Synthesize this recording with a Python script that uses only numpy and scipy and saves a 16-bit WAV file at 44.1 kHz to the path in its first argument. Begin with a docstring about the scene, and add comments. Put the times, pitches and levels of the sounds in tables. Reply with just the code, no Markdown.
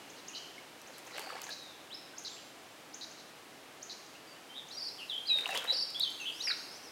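"""Slow swimming in a forest pool

A swimmer takes two slow strokes in calm water: trapped air rings and gulps, small waves slap, drops tick.
One small bird repeats a sharp two-part chirp, a nearer one bursts into a warbled song, and others call
farther off, all in gliding whistles. The tree trunks scatter every call into a soft echo, over a steady
wash of running water and distant air. The sound is mono."""
import sys
import numpy as np
from scipy import signal
from scipy.fft import rfft, irfft
from scipy.io import wavfile

SR = 44100
rng = np.random.default_rng(int(sys.argv[2]) if len(sys.argv) > 2 else 0)


def store_wav(level_fs):
    """Save 16-bit WAV to argv[1]."""
    pcm = np.round(np.clip(np.atleast_2d(level_fs), -1, 1) * 32767)
    wavfile.write(sys.argv[1], SR, pcm.T.astype(np.int16))


N = 304731
TIME = np.arange(N) / SR

# How hard the arms stir the water, one list for each stroke.
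# Each row: time in seconds, slosh strength in dB, spray strength in dB.
STROKES = [
    [(0.85, -54, -81), (0.976, -62, -63.5), (1.164, -48.5, -66), (1.194, -50, -52), (1.226, -49.5, -54.5),
     (1.38, -47.5, -63), (1.412, -53.5, -56), (1.502, -48.5, -60), (1.546, -80, -69), (1.7, -75, -70)],
    [(5.28, -70, -57), (5.37, -52.5, -63), (5.384, -51, -48.5), (5.43, -47, -58), (5.504, -43, -50),
     (5.524, -46.5, -63), (5.554, -36.5, -44.5), (5.62, -48, -60), (5.734, -47, -58), (5.79, -52, -65)],
]
# The small bird's chirps, each a rising whip and then a stutter of pips.
# Each row: whip time in seconds, whip strength in dB, first pip time in seconds, pip strength in dB.
CHIRPS = [(.103, -46, .172, -50), (.286, -37, .353, -37.5), (0.876, -47.5, .94, -51),
          (1.07, -47.5, 1.138, -46), (1.441, -37.5, 1.508, -37.5), (2.185, -35.5, 2.252, -35.5),
          (2.946, -37, 3.015, -38), (3.115, -47.5, 3.18, -49.5), (3.831, -36.5, 3.9, -38),
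          (4.066, -52, 4.135, -57), (4.688, -47, 4.76, -49)]


def swimmer():
    """All the water sounds, with their echo. Small pockets of air give off no bass, so it is cut."""
    water = cut_bass(strokes() + bubbles() + slaps() + drops(), 260)
    return water + forest(water, near_db=-10.5, far_db=-12)


def strokes(cycles=14, slosh_gain_db=-1.0, spray_gain_db=0.9, fade_s=0.014):
    """The arms churn up a swarm of small ringing bubbles and a fine spray."""
    # The tone of the slosh and of the spray. Each row: frequency in Hz, boost or cut in dB.
    slosh_tone = [(250, -15), (400, -6.5), (550, 3), (800, -2), (1150, -7), (1900, 0.5), (3000, -6.5),
                  (6000, -16.5)]
    spray_tone = [(3000, 13), (5000, 6), (8000, 9.5), (12000, -2), (15000, 0)]
    swarm = np.zeros(N)
    for hz in np.geomspace(300, 5500, num=30):
        ringing = resonate(clicks(per_s=70, spread_db=4.7), hz, width_hz=2 * hz / cycles)
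        swarm += gain_at(slosh_tone, hz) * np.sqrt(hz) * unit_level(ringing)
    slosh = unit_level(swarm)
    spray = unit_level(shape_tone(clicks(per_s=2500, spread_db=5.8), spray_tone))
    out = np.zeros(N)
    for rows in STROKES:
        slosh_db, spray_db = curves_at(rows)
        moving = np.clip(np.minimum(TIME - rows[0][0], rows[-1][0] - TIME) / fade_s, 0, 1)
        out += moving * from_db(slosh_db + slosh_gain_db) * slosh
        out += moving * from_db(spray_db + spray_gain_db) * spray
    return out


def stirred_up(per_s, low_hz, high_hz, spread_db, count=64):
    """Random events as strong as the stroke just then. Each row: seconds, Hz, slosh dB, spray dB."""
    events = []
    for rows in STROKES:
        starts = rows[0][0] + np.cumsum(rng.exponential(1, count)) / per_s
        hz = low_hz * (high_hz / low_hz) ** rng.random(count)
        slosh_db, spray_db = curves_at(rows, starts) + spread_db * rng.standard_normal(count)
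        events += [event for event in zip(starts, hz, slosh_db, spray_db) if event[0] < rows[-1][0]]
    return events


def bubbles(rise_octaves=0.16, small_cycles=34, over_slosh_db=7):
    """Each air pocket rings briefly, its pitch rising as it nears the surface."""
    # The largest air pockets closing.
    # Each row: start in seconds, pitch in Hz, strength in dB, seconds to fade by 60 dB.
    large = [(.58, 2160, -40.5, 0.056), (.895, 512, -50, 0.11), (1.181, 2180, -26, 0.012),
             (1.182, 1530, -31, 0.0094), (1.194, 420, -41, 0.047), (1.207, 870, -38, 0.037),
             (1.269, 760, -40, 0.059), (1.302, 1250, -34, 0.031), (1.331, 650, -40, .04),
             (1.366, 875, -36.5, 0.031), (1.491, 1650, -37.5, 0.044), (2.135, 1510, -45.5, 0.046),
             (5.356, 595, -42.5, 0.063), (5.458, 2770, -14, 0.0077), (5.465, 990, -34, 0.033),
             (5.491, 1750, -28.5, 0.016), (5.492, 767, -35.5, 0.1), (5.539, 688, -39, .071),
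             (5.547, 1740, -32, .022), (5.579, 522, -40.5, 0.13), (5.646, 500, -39, 0.045),
             (5.72, 726, -31.5, 0.018), (5.723, 522, -41, 0.18)]
    pockets = stirred_up(per_s=26, low_hz=598, high_hz=2950, spread_db=2)
    small = [(start, hz, slosh_db + over_slosh_db, small_cycles / hz) for start, hz, slosh_db, _ in pockets]
    out = np.zeros(N)
    for start, hz, strength_db, fade_s in large + small:
        t = TIME[:int(fade_s * SR) + 2]
        phase = 2 * np.pi * np.cumsum(hz * 2 ** (rise_octaves * t / fade_s)) / SR
        onset = 1 - np.exp(-t / 0.0005)
        add(out, start, from_db(strength_db) * onset * die_away(t, fade_s) * np.sin(phase))
    return out


def slaps(fade_s=0.012, band_ratio=1.52):
    """A small wave hits the swimmer flat: a brief, dull crack."""
    # The slapping waves. Each row: start in seconds, peak level in dB, middle frequency in Hz.
    waves = [(1.182, -29, 1980), (1.194, -38, 604), (1.304, -33, 1270), (1.333, -45, 2000),
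             (1.368, -38, 970), (1.492, -43, 1360), (5.387, -28.5, 2220), (5.465, -34, 1110),
             (5.492, -36, 984), (5.574, -23.5, 3000), (5.646, -32, 790)]
    out, t = np.zeros(N), TIME[:SR // 15]
    for start, peak_db, hz in waves:
        crack = band(noise(len(t)) * die_away(t, fade_s), hz / band_ratio, hz * band_ratio)
        add(out, start, from_db(peak_db) * crack / np.abs(crack).max())
    return out


def drops(tick_db=-7, ring_db=-6, over_spray_db=20.5):
    """A drop lands with a short, bright tick and sets a tiny trapped bubble ringing."""
    # The heaviest drops. Each row: start in seconds, strength in dB, pitch of the bubble in Hz.
    heavy = [(.816, -37, 5660), (.982, -35, 10450), (1.075, -42, 9100), (1.181, -37, 7960),
             (1.194, -25.5, 10800), (1.204, -36, 9150), (1.417, -27.5, 12200), (2.191, -40, 12800),
             (2.238, -42, 9560), (5.385, -32, 12400), (5.509, -32, 9300), (5.554, -30, 11000),
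             (5.575, -23, 7000), (5.643, -31, 12000), (5.904, -36, 8750), (5.997, -23, 8400),
             (6.104, -36, 10900)]
    drips = stirred_up(per_s=18, low_hz=7500, high_hz=12500, spread_db=5)
    light = [(start, spray_db + over_spray_db, hz) for start, hz, _, spray_db in drips]
    out, t = np.zeros(N), TIME[:SR // 20]
    for start, strength_db, hz in heavy + light:
        tick = from_db(tick_db) * die_away(t, 0.014) * noise(len(t))
        ring = from_db(ring_db) * die_away(t, 0.0039) * np.sin(2 * np.pi * hz * t)
        add(out, start, from_db(strength_db) * (tick + ring))
    return band(out, 2700, 13000)


def chirping_bird(pip_count=4, pip_gap_s=0.009, slowing=0.035):
    """A small bird whistles a rising whip, pauses, then stutters pips that slow a little."""
    # The shape of the whip and of one pip.
    # Each row: seconds before or after its time in CHIRPS, pitch in Hz, boost or cut in dB.
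    whip = [(-.015, 3900, -25), (-.004, 5620, -13.5), (-.001, 6280, -3.5), (.001, 6700, -5),
            (.0035, 7100, -16), (.012, 7200, -20)]
    pip = [(-.0035, 4800, 3), (-.0015, 4200, -12.5), (.001, 3883, -2.5), (.003, 4350, -11),
           (.0045, 5400, -12)]
    out = np.zeros(N)
    for whip_s, whip_db, pip_s, pip_db in CHIRPS:
        add(out, whip_s + whip[0][0], from_db(whip_db) * whistle(whip, overtone_db=-30))
        for k in range(pip_count):
            start = pip_s + pip[0][0] + k * pip_gap_s * (1 + slowing * (k - 2))
            add(out, start, from_db(pip_db) * whistle(pip, waver=0.032, overtone_db=-41))
    out += chirp_rasp()
    high_part = band(out, 4320, 7900)   # leaves throw this part back best
    return out + forest(high_part, near_db=-6.5, far_db=-2.5, build_s=0.011)


def chirp_rasp(length_s=0.047, below_pips_db=14.5):
    """A soft rasp of noise lingers above each stutter."""
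    out, size = np.zeros(N), int(length_s * SR)
    for _, _, pip_s, pip_db in CHIRPS:
        rasp = unit_level(band(noise(size), 5300, 6360)) * np.hanning(size)
        add(out, pip_s, from_db(pip_db - below_pips_db) * rasp)
    return out


def singing_bird():
    """The near bird sings gliding notes and warbles, heard directly and as an echo from the trees."""
    # The song's notes. Each row: start, first glide length and second glide length in seconds; start,
    # turning and end pitch in Hz; strength and swell in dB; trill depth in Hz; bend (1 is straight).
    notes = [ (4.49, .048, .014, 3100, 3133, 3370, -47.5, 6, -9, 1),
             (4.55, 0.028, 0.028, 3270, 3570, 3200, -45, 8, 228, 0.69),
             (4.706, 0.019, 0.015, 3600, 4500, 4080, -44.5, 11, 0, 1.1),
             (4.712, 0.015, 0.036, 4600, 5520, 5640, -44, 12, 54, 1.6),
             (4.984, 0.028, 0.033, 3190, 2720, 2646, -43.5, 2, 170, 1.1),
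             (5.086, .005, 0.0071, 3520, 4230, 3800, -49, 6, 0, 1),
             (5.097, 0.0338, 0.063, 3800, 3108, 3246, -34.5, -1, 102, 1.7),
             (5.256, 0.024, .01, 4080, 5060, 4100, -38, 9, 0, 1.6),
             (5.282, 0.0262, 0.062, 4170, 3910, 3735, -29.5, 1, 8, 1.4),
             (5.372, 0.016, 0.012, 3706, 3680, 3620, -32.5, 0, 0, 0.81),
             (5.297, 0.016, .022, 2760, 2460, 2700, -41.5, -12, 0, 1.25),
             (5.503, 0.023, 0.023, 2825, 2613, 2730, -37, -3, 0, 1.3),
             (5.552, 0.0174, 0.035, 2730, 3243, 2860, -36.5, -9, 240, 0.98),
             (5.675, 0.026, 0.016, 3830, 3896, 3950, -33, 20, 138, 1.2),
             (5.946, 0.012, 0.043, 3150, 3424, 3500, -36, -8, 6, 0.84),
             (5.999, .023, 0.032, 3490, 4606, 3190, -29, 2.5, 24, 1.3),
             (6.051, 0.01, 0.02, 3240, 3154, 3096, -34.5, 14, -16, 1.44),
             (6.198, .032, .028, 2850, 2580, 2760, -39.5, -2, 0, 1.55),
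             (6.256, .019, 0.034, 2805, 3290, 2680, -35, -7, 176, 0.89),
             (6.403, 0.018, 0.01, 3680, 4400, 5920, -36, 7, 0, 1.5),
             (6.436, 0.03, 0.055, 5700, 5130, 3600, -30.5, 2.5, 8, 0.64),
             (6.472, .007, 0.0063, 1360, 2860, 1300, -32.5, -4, -3, 0.61),
             (6.502, 0.0052, 0.012, 1420, 2560, 1380, -34, -6, -5, 3.2), ]
    # The pool mirrors the song, making some pitches stronger and others weaker.
    # Each row: frequency in Hz, boost or cut in dB.
    pool_mirror = [(2600, 1.5), (3150, -3.5), (3500, -3.5), (3720, 4.5), (3900, 7.5), (4250, -3.5),
                   (4750, 1.5), (5250, -4), (5800, -1.5), (9000, -1)]
    song = phrase(notes, waver=0.0032) + warbles()
    return from_db(-4.5) * shape_tone(song, pool_mirror) + forest(song, near_db=-8.5, far_db=-11.0)


def warbles(bend=1.8):
    """The singer sweeps up and down between two pitches several times; the lower pitch slides."""
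    # Each row is one warble: start, end and time per sweep in seconds; low and high pitch in Hz; fall of
    # the low pitch in Hz per second; share of a sweep spent rising (0 to 1); strength and swell in dB.
    sweeps = [(4.77, 4.894, .0397, 4704, 5520, 4800, .82, -37.5, 3.5),
              (5.721, 5.84, .0395, 4360, 5605, -1200, .3, -30.5, 2.5)]
    out = np.zeros(N)
    for start, end, sweep_s, low_hz, high_hz, fall_hz_per_s, rising, level_db, swell_db in sweeps:
        t = np.linspace(0, end - start, 200)
        height = np.interp(t / sweep_s % 1, [0, rising, 1], [0, 1, 0]) ** bend
        hz = (low_hz - fall_hz_per_s * t) * (1 - height) + high_hz * height
        add(out, start, whistle(note_shape(t, hz, level_db, swell_db), waver=0.0106))
    return out


def far_birds():
    """Birds call from deeper in the trees, where leaves soften the sound that comes straight to us."""
    # The far notes. 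Each row: start, first glide length and second glide length in seconds;
    # start, turning and end pitch in Hz; strength and swell in dB; trill depth in Hz.
    notes = [ (0.0, 0.085, .1, 2960, 2820, 2850, -65.5, -11, 0),
             (.288, .017, .022, 2940, 2590, 2480, -54.5, -11, 0),
             (.333, 0.058, .17, 2863, 2990, 2860, -55.5, -14, 147),
             (1.12, 0.055, 0.15, 3830, 4350, 4360, -57.5, 3, 260),
             (1.5, 0.13, 0.13, 3980, 3820, 3420, -55.5, -6, 60),
             (1.9, 0.019, 0.019, 2573, 3500, 4190, -47.5, 12, 0),
             (1.941, 0.0052, .012, 4720, 5130, 5400, -44, -2, 0),
             (1.955, 0.027, 0.054, 5150, 5250, 5270, -59, -10, 200),
             (2.278, 0.026, 0.03, 2710, 3780, 3340, -52.5, 4, 0),
             (2.29, 0.026, .042, 7030, 7300, 7200, -58.5, 5, 220),
             (2.365, 0.024, 0.013, 2554, 3070, 2900, -56.5, 4, 200),
             (4.148, .01, .018, 2660, 2770, 2920, -56.5, -6, 150),
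             (4.273, 0.029, 0.043, 4680, 4700, 4600, -59, -6, 0),
             (4.345, 0.0197, .017, 2610, 3090, 2900, -59, -2, 0),
             (6.005, 0.024, 0.13, 6400, 6380, 6430, -61.5, -6, 0),
             (6.2, 0.021, .027, 6650, 6300, 6050, -54, -2, 0),
             (6.32, 0.06, 0.049, 4650, 5500, 6800, -53, 1, 0),
             (6.548, 0.036, 0.055, 5300, 6400, 6600, -58, -3, 4),
             (6.68, 0.05, .042, 4940, 5180, 6230, -53, 0, 0),
             (6.83, 0.039, 0.023, 6240, 5300, 4830, -55, 4, 2), ]
    calls = phrase(notes, waver=0.014)
    return from_db(-2.0) * calls + forest(calls, near_db=-6.5, far_db=-5.0)


def phrase(notes, waver):
    """A bird's notes, each at its own time."""
    out = np.zeros(N)
    for start, *shape in notes:
        add(out, start, note(*shape, waver=waver))
    return out


def note(first_s, second_s, start_hz, turn_hz, end_hz, level_db, swell_db, depth_hz, bend=1, waver=0):
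    """The bird glides to a turning pitch, then on to its last one."""
    t = np.linspace(0, first_s + second_s, 100)
    first = glide(t / first_s, start_hz, turn_hz, bend)
    second = glide((t - first_s) / second_s, turn_hz, end_hz, bend)
    hz = np.where(t < first_s, first, second)
    return whistle(note_shape(t, hz, level_db, swell_db), depth_hz, waver=waver)


def glide(progress, from_hz, to_hz, bend):
    """A slide in pitch; with a bend over 1 it lingers at its low end."""
    height = np.clip(progress if to_hz > from_hz else 1 - progress, 0, 1)
    return min(from_hz, to_hz) + abs(to_hz - from_hz) * height ** bend


def note_shape(t, hz, level_db, swell_db, open_s=0.0034, close_s=0.0091, edge_db=4.5):
    """A note opens, swells or fades evenly, and closes. Each row: seconds, pitch in Hz, level in dB."""
    opening = np.clip(np.minimum(t / open_s, (t[-1] - t) / close_s), 0, 1)
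    return list(zip(t, hz, level_db + swell_db * (t / t[-1] - .5) - edge_db * (1 - opening)))


def whistle(rows, depth_hz=0, waver=0.004, trill_hz=135, overtone_db=-27, edge_s=0.00054):
    """A bird's voice: an almost pure, gliding tone, at times shaken by a fast trill."""
    times = np.array(rows)[:, 0]
    t = np.arange(times.min(), times.max() + edge_s, 1 / SR)
    hz, level_db = curves_at(rows, t)
    trill = depth_hz * np.sin(2 * np.pi * trill_hz * (t - t[0]))
    hz = hz * (1 + waver * wobble(per_s=304.6, size=len(t))) + trill
    level_db = level_db + 0.0261 * trill   # the level pulses in step with the pitch
    phase = 2 * np.pi * np.cumsum(hz) / SR
    fade = np.sin(np.pi / 2 * np.clip(np.minimum(t - t[0], t[-1] - t) / edge_s, 0, 1)) ** 2
    # The throat lets the octave (twice the pitch) through on high notes.
    octave = from_db(overtone_db) * np.clip((hz - 3900) / 600, .15, 1)
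    return np.sqrt(2) * fade * from_db(level_db) * (np.sin(phase) + octave * np.sin(2 * phase))


def forest(x, near_db, far_db, build_s=0.0038, near_fade_s=0.15, far_fade_s=0.9):
    """Echoes: nearby trunks scatter a sound quickly, and the wood behind adds a long, soft tail."""
    t = TIME[:SR * 3 // 2]
    trunks = noise(len(t)) * (rng.random(len(t)) < 1500 / SR)   # about 1500 echoes a second
    near = trunks * die_away(t, near_fade_s) * (1 - np.exp(-t / build_s))
    far = noise(len(t)) * die_away(t, far_fade_s) * (1 - np.exp(-t / 0.018))
    echoes = from_db(near_db) * near / np.linalg.norm(near) + from_db(far_db) * far / np.linalg.norm(far)
    return signal.fftconvolve(x, echoes)[:N]


def wash():
    """Far running water and air make a steady rush, with a few soft hums and a high hiss."""
    # The tone of the rush. Each row: frequency in Hz, boost or cut in dB.
    rush_tone = [(53, -23), (90, -13.5), (302, -4), (344, -3.5), (553, -3.5), (617, -3.5), (687, -3),
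                 (799, -5.5), (1900, -8), (2740, -9), (4220, -13), (4610, -14), (5360, -15), (12200, -23.5),
                 (15800, -28)]
    # The loudness of the rush, and of the hiss that swells late. Each row: time in seconds, level in dB.
    rush_levels = [(0, -52), (.8, -53.5), (4.8, -54), (6.9, -52.5)]
    hiss_levels = [(0, -79), (4.4, -76), (5.0, -63.5), (5.9, -66), (6.4, -58.5), (6.9, -67)]
    # Low hums in the rush. Each row: pitch in Hz, width in Hz, level in dB.
    hums = [(148, 44, -75), (269.4, 9.7, -72.5), (311.7, 23, -69.5), (788, 65, -68.5)]
    rush = from_db(curves_at(rush_levels)[0]) * unit_level(shape_tone(noise(), rush_tone))
    hum = sum(from_db(db) * unit_level(resonate(noise(), hz, width)) for hz, width, db in hums)
    hiss = from_db(curves_at(hiss_levels)[0]) * unit_level(band(noise(), 5000, 12200))
    return rush + hum + hiss


def from_db(db):
    """Turn decibels (dB) into a number to multiply a sound by."""
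    return 10 ** (np.asarray(db) / 20)


def die_away(t, fade_s):
    """A fade that falls by 60 dB in fade_s seconds."""
    return from_db(-60 * t / fade_s)


def unit_level(x):
    """Scale a sound so that its average power is 1."""
    return x / np.sqrt(np.mean(x ** 2) + 1e-20)


def curves_at(rows, t=TIME):
    """Join timed rows with straight lines and read each column at the times t."""
    times, *columns = np.transpose(sorted(rows))
    return [np.interp(t, times, column) for column in columns]


def gain_at(tone, hz):
    """How much a tone table boosts or cuts the given frequencies."""
    table_hz, table_db = np.transpose(tone)
    return from_db(np.interp(np.log(hz + 1e-9), np.log(table_hz), table_db))


def shape_tone(x, tone):
    """Boost and cut a sound's frequencies as a tone table says."""
    return irfft(rfft(x) * gain_at(tone, np.fft.rfftfreq(N, 1 / SR)), N)


def add(out, start_s, sound):
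    """Mix a short sound in at its start time."""
    start = int(np.clip(start_s * SR, 0, N - 1))
    out[start:start + len(sound)] += sound[:N - start]


def noise(size=N):
    """An even hiss with all frequencies in it."""
    return rng.standard_normal(size)


def wobble(per_s, size):
    """A curve that slides to a new random value per_s times a second."""
    points = noise(size // 8 + 2)
    return np.interp(np.arange(size) * per_s / SR, np.arange(len(points)), points)


def clicks(per_s, spread_db):
    """Random clicks, many small and a few large."""
    out, count = np.zeros(N), int(per_s * N / SR)
    where, strength, sign = rng.random((count, 3)).T
    level_db = spread_db * np.minimum(-np.log(1 - strength), 4)
    out[(where * N).astype(int)] = from_db(level_db) * np.sign(sign - .5)
    return out


def band(x, low_hz, high_hz):
    """Keep the sound between two frequencies and gently turn down the rest."""
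    return signal.sosfilt(signal.butter(2, [low_hz, high_hz], "band", fs=SR, output="sos"), x)


def cut_bass(x, hz):
    """Gently turn down everything below a frequency."""
    return signal.sosfilt(signal.butter(2, hz, "high", fs=SR, output="sos"), x)


def resonate(x, hz, width_hz):
    """Make a sound ring at one pitch; a narrower width rings longer."""
    decay = np.exp(-np.pi * width_hz / SR)
    feedback = [1, -2 * decay * np.cos(2 * np.pi * hz / SR), decay ** 2]
    return signal.lfilter(np.array([1, 0, -1]) * (1 - decay ** 2) / 2, feedback, x + 1e-18)


def scene():
    """Water close by and birds at three depths of the forest, the same in both ears."""
    return np.tile(swimmer() + singing_bird() + chirping_bird() + far_birds() + wash(), (2, 1))


def record(dry, low_cut_hz=45, high_cut_hz=15900):
    """The small microphone loses the deep bass, and the highest treble is cut steeply."""
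    treble_cut = signal.ellip(12, .1, 80, high_cut_hz, fs=SR, output="sos")
    return signal.sosfilt(treble_cut, cut_bass(dry, low_cut_hz))


dry = scene()
out = record(dry)
store_wav(out)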